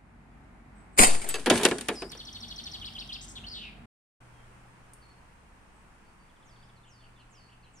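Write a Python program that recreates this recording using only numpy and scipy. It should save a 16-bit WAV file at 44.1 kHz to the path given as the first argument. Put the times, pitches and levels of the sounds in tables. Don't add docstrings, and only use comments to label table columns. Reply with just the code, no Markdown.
import sys
import numpy as np
from scipy import signal
from scipy.fft import rfft, irfft
from scipy.io import wavfile
from scipy.ndimage import uniform_filter1d

SR = 44100
rng = np.random.default_rng(int(sys.argv[2]) if len(sys.argv) > 2 else 0)


def dump_mix(stems):
    frames = np.atleast_2d(stems).T
    limited = np.clip(frames, -1, 1)
    pcm = np.round(limited * 32767).astype(np.int16)
    wavfile.write(sys.argv[1], SR, pcm)


N = 343980
T = np.arange(N) / SR
RING = T[:17640]
NEAR_END_S, FAR_START_S = 3.857, 4.205


def db_to_gain(db):
    return 10 ** (np.asarray(db) / 20)


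def unit(x):
    return x / np.sqrt(np.mean(x ** 2))


def over_hz(rows, hz):
    rows = np.array(rows, float)
    return np.interp(np.log(hz + 1), np.log(rows[:, 0]), rows[:, 1])


def add(out, s, x):
    i = int(s * SR)
    out[..., i:i + x.shape[-1]] += x[..., :max(N - i, 0)]


def fade(t60):
    return np.exp(-np.log(1000) * RING / max(t60, .005))


def noise(colour, size, alike_hz, tilt_db=0, likeness=0.91):
    hz = np.fft.rfftfreq(size, 1 / SR)
    mid, side = rfft(rng.standard_normal((2, size)))
    alike = np.clip(likeness, 0, 1) / (1 + (hz / alike_hz) ** 2)
    mid, side = mid * np.sqrt(1 + alike), side * np.sqrt(1 - alike)
    tilt = tilt_db * np.log2(np.maximum(hz, 250) / 1000)
    spectrum = db_to_gain(over_hz(colour, hz) + tilt) * (hz > 12)
    return unit(irfft(np.array([mid + side, mid - side]) * spectrum, size))


def place(x, lead_ms, pan_db):
    right = np.interp(T - lead_ms / 1000, T, x[1])
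    return np.array([x[0] * db_to_gain(pan_db / 2), right * db_to_gain(-pan_db / 2)])


def walk(rate):
    return 1.2 * np.interp(T * rate, np.arange(400), rng.standard_normal(400))


def swells(rows, attack_s, fall_db_per_s):
    curves = []
    for s, held, db in rows:
        falling_s = np.maximum(T - s - attack_s - held, 0)
        attack = np.clip((T - s) / attack_s, 0, 1)
        curves.append(attack * db_to_gain(db - fall_db_per_s * falling_s))
    return np.max(curves, axis=0)


def modes(rows, scatter_db):
    out = np.zeros((2, len(RING)))
    for hz, db, t60 in rows:
        turn, size, spread = rng.standard_normal(3)
        phase = 2 * np.pi * turn + spread * min(hz / 8000, 1) * np.array([[.7], [-.7]])
        level = db_to_gain(db + scatter_db * size)
        swell = 1 - np.exp(-RING * hz / 4)
        out += level * swell * fade(t60) * np.sin(2 * np.pi * hz * RING + phase)
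    return out


RESONANCE_SPACING_HZ = 105
CONTACT_T60_S = .009


def blows(events, colour, decay, partials, ring_db, alike_hz, likeness, rise_cycles, uneven_db, contact_db):
    out, hz = np.zeros((2, N)), np.fft.rfftfreq(len(RING), 1 / SR)
    bands = [over_hz([(f, f == centre) for f, _ in decay], hz) for centre, _ in decay]
    band_swells = [1 - np.exp(-RING * max(f, 300) / rise_cycles) for f, _ in decay]
    peaks = np.interp(hz / RESONANCE_SPACING_HZ, np.arange(len(hz)), rng.standard_normal(len(hz)))
    thicket = unit(db_to_gain(uneven_db * peaks * np.minimum(hz / 2000, 1)))

    def blow(tilt_db, length, pitch=1):
        crack = noise([(f * pitch, d) for f, d in colour], len(RING), alike_hz, tilt_db, likeness)
        body = rfft(crack) * thicket
        hit = 0
        for band, swell, (_, t60) in zip(bands, band_swells, decay):
            hit = hit + irfft(body * band) * swell * fade(t60 * length)
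        ring = modes([(f * pitch, d, t60 * length) for f, d, t60 in partials], scatter_db=2.0)
        contact = crack * fade(CONTACT_T60_S)
        return hit + db_to_gain(ring_db) * ring + db_to_gain(contact_db) * contact

    for s, db, *shape in events:
        add(out, s, db_to_gain(db) * blow(*shape))
    return out


def trees(x, t60, wet_db, colour):
    tail = noise(colour, len(RING), 400) * fade(t60) * (1 - np.exp(-RING / 0.0077))
    tail /= np.sqrt(np.sum(tail ** 2) / 2)
    return x + db_to_gain(wet_db) * signal.fftconvolve(x, tail, axes=1)[:, :N]


TRUNK_DELAYS_S = (.028, 0.11)


def trunks(x, echo_db, count):
    delays = np.linspace(*TRUNK_DELAYS_S, count) * (1 + .1 * rng.standard_normal((2, count)))
    echoes = [sum(np.interp(T - d, T, side) * TRUNK_DELAYS_S[0] / d for d in side_delays)
              for side, side_delays in zip(x, delays)]
    return x + db_to_gain(echo_db) * np.array(echoes)


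MOTOR_ATTACK_S, MOTOR_FALL_DB_PER_S = 0.21, 10.5


def motor(hz, spells, orders):
    phase = 2 * np.pi * np.cumsum(hz + .2 * walk(7.2)) / SR
    lines = 0
    for k, db in orders:
        lines = lines + np.sqrt(2) * db_to_gain(db + 0.7 * walk(3.4)) * np.sin(round(k) * phase)
    return lines * swells(spells, MOTOR_ATTACK_S, MOTOR_FALL_DB_PER_S)


# f/Hz, relative level/dB
NEAR_AIR = [(15, -33), (25, -14.5), (48, -4), (115, -13), (224, -8), (264, -13), (450, -21.5), (488, -25.5),
            (749, -17.5), (978, -21), (2180, -25.5), (3350, -40), (6000, -46.5), (9300, -43.5),
            (15000, -65)]
# f/Hz, relative level/dB
FAR_AIR = [(25, 1.5), (66, -4), (120, -13), (170, -6), (280, -13), (600, -17.5), (880, -12.5),
           (1600, -16.5), (2700, -22.5), (3700, -32), (7000, -34), (9200, -30), (11000, -42.5),
           (15000, -50)]
# start t/s, held t/s, level/dB
DRONE = [(-.25, .75, -56), (.5, 2, -55.5), (2.65, 1, -52.5)]
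# multiple of its pitch, relative level/dB
DRONE_ORDERS = [(1, -3), (2, -9.5), (3, -11.5), (5, -11.5)]
# f/Hz, start t/s, held t/s, level/dB
HUMS = [(91.5, 2.25, .05, -57.5), (121, 4.0, 0.28, -59), (70.5, 4.9, .6, -67), (119, 6.35, 0.81, -63)]
DRONE_HZ = 46.6
BREEZE_DB, LULL_DB, BREEZE_RISE_S = -51.5, -5, 1.2
FAR_AIR_DB, EASING_DB_PER_S = -54.5, 0.99


def garden():
    breeze_db = BREEZE_DB + LULL_DB * np.exp(-T / BREEZE_RISE_S) + .5 * walk(6.2)
    near = noise(NEAR_AIR, N, 540) * db_to_gain(breeze_db)
    easing_db = FAR_AIR_DB - EASING_DB_PER_S * (T - FAR_START_S) + .5 * walk(5.5)
    far = noise(FAR_AIR, N, 420) * db_to_gain(easing_db)
    hums = sum(motor(hz, [spell], [(1, 0)]) for hz, *spell in HUMS)
    return np.where(T < NEAR_END_S, near + motor(DRONE_HZ, DRONE, DRONE_ORDERS), far) + hums


STROKE_ROUNDNESS, STROKE_SAG_DB = 0.44, 3
OVERTONE_DB = -26.5


def stroke(length, from_hz, to_hz, db, buzz, bend, buzz_hz, rough, tremble_db):
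    u = np.linspace(0, 1, int(length * SR), endpoint=False)
    hz = to_hz + (from_hz - to_hz) * (1 - u) ** bend
    wobble, tremble = (unit(uniform_filter1d(rng.standard_normal(len(RING)), size=40))[:len(u)]
                       for _ in range(2))
    flutter = np.sin(2 * np.pi * np.cumsum(buzz_hz * (1 + .5 * wobble)) / SR) + rough * tremble
    phase = 2 * np.pi * np.cumsum(hz * (1 + buzz * flutter + .005 * wobble)) / SR
    tone = np.sin(phase) + db_to_gain(OVERTONE_DB) * np.sin(2 * phase) * (hz < SR / 8)
    level = db_to_gain(db - STROKE_SAG_DB * u + tremble_db * tremble)
    return np.sqrt(2) * level * np.sin(np.pi * u) ** STROKE_ROUNDNESS * tone


SYLLABLES = { "whistle": [(0.0022, .09, 5650, 4870, -3, 0.043, 6.8)],
             "trill": [(0, 0.0054, 5100, 6070, -1, 0.014, 1.1), (.003, 0.0118, 6240, 4750, -.5, 0.01, 0.94),
             (.018, 0.0068, 3920, 4700, -1, 0.018, 1.1), (.023, 0.012, 4660, 4250, 5, 0.02, 1.1),
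             (.027, 0.0248, 4100, 3155, 4, 0.11, 1.485), (.058, 0.013, 4650, 4270, -19.5, 0.018, 1)],
             "loop": [(0, 0.0088, 6340, 4700, -12, .01, 1), (.016, .026, 3420, 2610, 1, 0.01, 0.623),
             (.044, .03, 2700, 5190, 3, 0.072, 1.4), (.069, .028, 4400, 2680, 0.5, 0.088, 1.51)],
             "rasp": [(0, 0.021, 5600, 8060, -3.5, .14, 1.1),
             (.014, 0.0363, 6620, 7380, -4.5, 0.227, 1.54)], "drop": [(0, .04, 4200, 2700, 4, 0.11, 0.97)],
             "flourish": [(0, 0.0235, 2625, 3200, -0.5, 0.02, 1.33), (.029, .016, 4480, 4260, 1, .02, 1),
             (.044, 0.0123, 3990, 5090, 3.5, 0.022, 1.5), (.058, .026, 5230, 4790, -4.5, 0.022, 1.02),
             (.078, .038, 4860, 4150, 1, 0.053, 1), (.1, .075, 3990, 3155, 2.5, 0.13, 1.2),
             (.16, .11, 3170, 2300, -1.5, .1, 1)], "slide": [(0, .135, 8600, 4420, -2.5, 0.004, 2.7),
             (.11, .1, 4400, 4700, -6.5, .003, 0.55)], "lift": [(0.005, .05, 4680, 5900, 2, .005, 0.4)],
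             "pip": [(0, 0.093, 4650, 4560, -0.5, 0.0068, 0.79)], "seep": [(0, .09, 8200, 7900, 0, .02, 1)],
             "peep": [(0, 0.12, 3250, 3180, -2, 0.003, 1)], "call": [(.004, .055, 4560, 4290, 0, .012, 2),
             (.072, .055, 4380, 4280, -.5, .008, 1)], "flick": [(0, 0.038, 4600, 3800, 6.5, .015, 0.96)],
             "chip": [(0, .02, 3750, 3000, 4, 0.03, 1.07)],
             "churr": [(0, 0.025, 3560, 3430, -1, 0.025, 1.05), (.016, .018, 2750, 3350, 0, .02, 1),
             (.033, .045, 3050, 2740, 3, 0.08, 1.31)], "chirp": [(.004, .024, 2350, 3480, 2, 0.015, 0.97),
             (.033, 0.033, 2980, 2740, 3.5, 0.09, 1)]}
STROKE_SCATTER = 0.0073


def sing(song, buzz_hz, rough, tremble_db):
    out = np.zeros((2, N))
    for name, first, last, count, db, crescendo_db in song:
        for u in np.linspace(0, 1, round(count)):
            for offset, length, from_hz, to_hz, *shape in SYLLABLES[name]:
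                start, end = 1 + STROKE_SCATTER * rng.standard_normal(2)
                note = stroke(length, from_hz * start, to_hz * end, *shape, buzz_hz, rough, tremble_db)
                add(out, first + u * (last - first) + offset, db_to_gain(db + u * crescendo_db) * note)
    return out


# syllable, first t/s, last t/s, count, level/dB, crescendo/dB
SONG = [("whistle", 1.948, 1.948, 1, -41, 0), ("trill", 2.094, 2.714, 9, -47, 4.6),
        ("loop", 2.796, 3.074, 3, -41, 0.96), ("rasp", 3.21, 3.28, 2, -42, -1.4),
        ("drop", 3.353, 3.353, 1, -45.5, 0), ("flourish", 3.436, 3.436, 1, -42.5, 0)]
# syllable, first t/s, last t/s, count, level/dB, crescendo/dB
FAR_SONG = [("seep", .75, .925, 2, -69, 4), ("peep", 4.33, 4.33, 1, -70, 0),
            ("call", 5.01, 5.01, 1, -66, 0), ("seep", 5.73, 5.73, 1, -76, 0),
            ("pip", 6.04, 6.19, 2, -78, 4), ("chip", 6.291, 6.69, 7, -73, 3.5),
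            ("lift", 6.615, 6.615, 1, -73, 0), ("slide", 6.436, 7.732, 4, -66, 6),
            ("flick", 6.756, 7.624, 3, -76, 1), ("churr", 6.831, 7.161, 3, -67, 0),
            ("chirp", 7.334, 7.626, 3, -68, 0)]
# start t/s, held t/s, level/dB
SONG_HISS = [(1.95, 0.89, -66)]


def birds():
    near = place(sing(SONG, buzz_hz=330, rough=0.3, tremble_db=2.0), lead_ms=0.3704, pan_db=0.3)
    far = place(sing(FAR_SONG, buzz_hz=120, rough=0.3, tremble_db=2.2), lead_ms=.02, pan_db=-1.5)
    hiss_colour = [(5000, -42.0), (7500, -5), (8800, -.5), (10500, -7.0), (15000, -15.0)]
    hiss = noise(hiss_colour, N, 2020) * swells(SONG_HISS, attack_s=0.11, fall_db_per_s=17)
    nearly_flat = [(2000, 0), (10000, -1)]
    near = trees(trunks(near, echo_db=-16, count=5), t60=0.5, wet_db=-7, colour=nearly_flat)
    far = trees(far, t60=.45, wet_db=-3, colour=nearly_flat)
    return near + far + hiss


def tick():
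    out = np.zeros((2, N))
    colour = [(2000, -28), (4500, -16), (7000, -11), (9300, 7.0), (11000, -9.5), (15000, -20)]
    decay = db_to_gain(-47.5) * fade(0.032) + db_to_gain(-63.5) * fade(0.39)
    add(out, 4.935, noise(colour, len(RING), 5900) * decay)
    return out


RATTLE_SPAN_S, RATTLE_DB, RATTLE_SCATTER_DB = (1.09, 1.4), -42, 3.5
RATTLE_TILT_DB, RATTLE_LENGTH = -0.5, 0.62


def rattle(count):
    first, last = RATTLE_SPAN_S
    knocks = []
    for k, (when, size) in enumerate(rng.random((count, 2))):
        s = first + (last - first) * (k + when) / count
        db = RATTLE_DB + RATTLE_SCATTER_DB * (2 * size - 1)
        knocks.append((s, db, RATTLE_TILT_DB, RATTLE_LENGTH))
    return knocks


# f/Hz, relative level/dB, t60 t/s before the length factor
WALL = [(1152, -7, .25), (1782, -12, .25), (2140, -8, .25), (2630, 0, .26), (2830, -8, .2), (3020, -8, .18),
        (3171, -3, .17), (3655, -8, .25), (3770, -7, .25), (4060, -10, .18), (4256, -9, .35),
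        (4667, -1.5, .3), (4980, -11, .3), (5250, -14, .25), (6400, -7, .35), (7000, -7, .25)]
WALL_SPLIT = .005


def wall(length):
    detune = 1 + WALL_SPLIT * rng.standard_normal((len(WALL), 2))
    pairs = [(hz * d, db, t60 * length) for (hz, db, t60), pair in zip(WALL, detune) for d in pair]
    return modes(pairs, scatter_db=1.5)


# t/s, level/dB, treble tilt/dB per octave, length factor, pitch factor
TUMBLE = [(1.341, -27.5, 0.5, 0.79, 1.11), (1.355, -31.5, 1.5, .9, 1.07), (1.460, -21.5, 0, 1.26, 1.07),
          (1.468, -20, -3.5, 0.68, 1.12), (1.477, -21.5, -6, 0.59, 1.05), (1.4996, -11, 0.7, 0.84, 0.96),
          (1.506, -14, -4.5, 0.56, 1.45), (1.511, -15, -3, 0.54, 0.84), (1.525, -24, -1.5, 0.88, 0.92),
          (1.533, -24, -4, 0.52, 0.9), (1.555, -24.5, -2.5, 1.04, 0.9), (1.576, -26, 4.5, 1.3, 1.01),
          (1.597, -28, -3, 1.4, 1.1), (1.612, -31.5, -1, 1.1, 1.05), (1.625, -25.5, -4.5, .9, 1),
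          (1.633, -20.5, 3.5, 1, 1.05), (1.646, -22, -1, 0.77, 1), (1.6515, -9, 1.5, 0.5, .92),
          (1.654, -13, 2, 0.4, 1), (1.661, -16.5, -.5, 0.45, 1.1), (1.686, -28.5, 1.5, .8, 1.1),
          (1.712, -18.5, -2.5, 0.64, 0.94), (1.752, -33, -7.5, 1.1, 0.95), (1.7835, -32, 3.5, 0.74, 1),
          (1.81, -29.5, 6, 0.69, 0.96), (1.885, -19.5, -.4, 0.84, 1.05), (2.020, -30, -2, 0.83, 0.99),
          (2.118, -38, 4.5, 0.49, 1.05), (2.15, -43.5, -2, 0.74, 1.14)]
# f/Hz before the pitch factor, relative level/dB
BODY_COLOUR = [(35, -66.5), (60, -46), (81, -33), (236, -9), (278, -11), (443, -1), (585, -16), (705, -8.5),
               (976, -13.5), (1480, -14), (2150, -13.5), (2470, -12.5), (5080, -20), (6700, -21),
               (9200, -16), (15500, -53.5)]
# f/Hz, t60 t/s before the length factor
BODY_DECAY = [(150, 0.29), (400, 0.23), (1000, 0.16), (3000, 0.091), (8000, 0.037), (14000, 0.093)]
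# f/Hz, relative level/dB, t60 t/s, before the pitch and length factors
BODY = [(197.3, -11, 0.2), (247, -6.5, 0.5), (315, 1.5, 0.095), (413.5, -3.5, 0.206), (550, -4.5, 0.14),
        (857, -4, .12), (1533, -6, 0.14), (1763, -9.5, 0.14), (2560, -15.5, .12), (2950, -14, 0.11),
        (4570, -25, 0.26)]
# t/s, level/dB, length factor
WALL_BLOWS = [(1.033, -31, 1.17), (1.291, -46.5, .8), (1.341, -36.5, 0.39), (1.501, -39.5, 0.67),
              (1.653, -41.5, 0.6)]
# start t/s, held t/s, level/dB
SLIDES = [(1.07, .012, -36), (1.26, 0.054, -39.5), (1.50, .02, -31), (1.625, .005, -37), (1.80, 0.13, -50)]
# f/Hz, relative level/dB
SCRAPE_COLOUR = [(300, -0.5), (1000, -4.5), (2800, -3.5), (5500, -9), (7000, -8.5), (9300, -0.5),
                 (11000, -16.5), (15000, -33)]
# f/Hz, relative level/dB, t60 t/s
PING = [(7920, -4.5, 0.22), (9290, -3, 0.059), (12000, -1.5, 0.051)]
SLIDE_ATTACK_S, SLIDE_FALL_DB_PER_S = 0.018, 108.5


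def target():
    out = blows(TUMBLE + rattle(count=6), BODY_COLOUR, BODY_DECAY, BODY, ring_db=-11.5, alike_hz=3200,
                likeness=1.0, rise_cycles=1.1, uneven_db=3.0, contact_db=-10.5)
    thock = modes([(740, -12, 0.074), (910, -33, .12)], scatter_db=1.0)
    add(out, 1.024, thock)
    for s, db, length in WALL_BLOWS:
        add(out, s, db_to_gain(db) * wall(length))

    grain_db = 2.5 * rng.exponential(size=N // 60 + 1).clip(0, 4)
    grit = unit(uniform_filter1d(np.repeat(db_to_gain(grain_db), 60), 60))[:N]
    slide = swells(SLIDES, SLIDE_ATTACK_S, SLIDE_FALL_DB_PER_S) * db_to_gain(3.1 * walk(45))
    out += noise(SCRAPE_COLOUR, N, 4000) * grit * slide

    chink_colour = [(5000, -22.5), (8200, 5.0), (12500, -11.0), (14000, -33.5)]
    chink = noise(chink_colour, len(RING), 4000) * fade(.04)
    ping = modes(PING, scatter_db=-2.0)
    add(out, 1.289, db_to_gain(-23.0) * ping + db_to_gain(-26.5) * chink)
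    return place(out, lead_ms=0.017, pan_db=-0.06)


# t/s, peak pressure before panning (1 is full scale), swell t/s
PUFF = [(.997, -0.17, 0.012), (1.052, 0.14, 0.059), (1.17, -0.032, 0.11)]


def puff():
    out = np.zeros(N)
    for s, size, swell_s in PUFF:
        age = np.maximum(T - s, 0) / swell_s
        out += size * age ** 2 * np.exp(2 * (1 - age))
    return place(np.array([out, out]), lead_ms=0, pan_db=4.0)


# t/s, level/dB, resonance f/Hz, t60 t/s, half width/octaves
CLACKS = [(.9905, -9.5, 2245, .024, .8), (.991, -14.5, 470, .05, 1.3), (1.003, -15.5, 229.8, .07, 1),
          (1.012, -17, 9480, .07, 0.18), (1.033, -15.5, 740, .04, 0.77), (1.0355, -14, 8600, .075, .05),
          (1.036, -16, 2400, .016, 1), (1.0463, -16.5, 2400, 0.018, 0.99), (1.0703, -14, 8500, .02, .14),
          (1.078, -25.5, 350, .041, 1)]
CLACK_SKIRT_DB = -20


def clacks():
    out = np.zeros((2, N))
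    for s, db, hz, t60, octaves in CLACKS:
        colour = [(hz * 2 ** (k * octaves), abs(k) * CLACK_SKIRT_DB) for k in (-2, 0, 2)]
        burst = noise(colour, len(RING), 9000, likeness=.8) * (1 - np.exp(-RING * hz)) * fade(t60)
        add(out, s, db_to_gain(db) * burst)
    return out


SPRING_S, SPRING_PERIOD_S, SPRING_DB = 1.001, .0102, -17.5
SPRING_TILT_DB, SPRING_DULLING_DB = 2, 2


def surges(count):
    return [(SPRING_S + k * SPRING_PERIOD_S, SPRING_DB, SPRING_TILT_DB - k * SPRING_DULLING_DB, 1)
            for k in range(count)]


# t/s, level/dB, treble tilt/dB per octave, length factor
SHOT = [(.967, -46.5, -3, 0.96), (.976, -27, 0, 0.8), (.981, -21.5, 0, .8), (.9855, -15, 2.5, 0.81),
        (.990, -11.5, -2.6, 0.8), (1.022, -17, 4, 0.89), (1.033, -11.5, 1, 0.35), (1.044, -19, 2.5, 0.54),
        (1.076, -28.5, 2, 0.91), (1.147, -29.5, -1, 0.36), (1.216, -36.5, -1, 0.86),
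        (1.242, -34, -2.5, 0.49)]
# f/Hz, relative level/dB
SHOT_COLOUR = [(60, -19), (150, -10.5), (420, -12), (560, -11.5), (740, -8.5), (1000, -9.5), (1700, -12.5),
               (2350, -11), (3600, -20), (4800, -21), (5700, -23.5), (7200, -13), (8050, -18.5),
               (8600, -14.5), (9700, -14), (11000, -23), (14800, -31.5), (15500, -45.5)]
# f/Hz, t60 t/s before the length factor
SHOT_DECAY = [(100, .14), (700, 0.31), (2500, 0.18), (8000, 0.21), (14000, 0.075)]
# f/Hz, relative level/dB, t60 t/s before the length factor
STEEL = [(409, -7, .15), (737, -3, .13), (2290, -7, .15), (2495, -9, .13), (6385, -13, .32),
         (7040, -6, .28), (7330, -7, .22), (7510, -7, .2), (7850, -8, .26), (8263, -4, .22),
         (8382, -5, .25), (8451, 2, .24), (8616, -1, .28), (8933, -6, .24), (9254, -5, .22),
         (9426, -7, .22), (9504, -4, .22), (9769, -6, .23), (9945, -8, .2), (10970, -17, .25),
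         (11930, -19, .2), (12223, -16, .2)]


def rifle():
    shot = blows(SHOT + surges(count=3), SHOT_COLOUR, SHOT_DECAY, STEEL, ring_db=-10, alike_hz=9000,
                 likeness=.75, rise_cycles=1.4, uneven_db=4.0, contact_db=-14)
    return place(shot, lead_ms=.41, pan_db=0.3) + place(clacks(), lead_ms=.41, pan_db=4.0)


def scene():
    tail_colour = [(200, -3.5), (3000, -7.5), (9000, -0.5), (15000, -16.5)]
    action = trees(rifle() + target(), t60=0.55, wet_db=-20, colour=tail_colour)
    return action + puff() + tick() + birds() + garden()


TOP_HZ = 15600


def record(dry):
    running = uniform_filter1d(1. * ((T < NEAR_END_S) | (T > FAR_START_S)), size=200)
    low_pass = signal.ellip(8, .1, 60, TOP_HZ, fs=SR, output="sos")
    return signal.sosfiltfilt(low_pass, np.clip(dry * running, -1, 1))


dry = scene()
out = record(dry)
dump_mix(out)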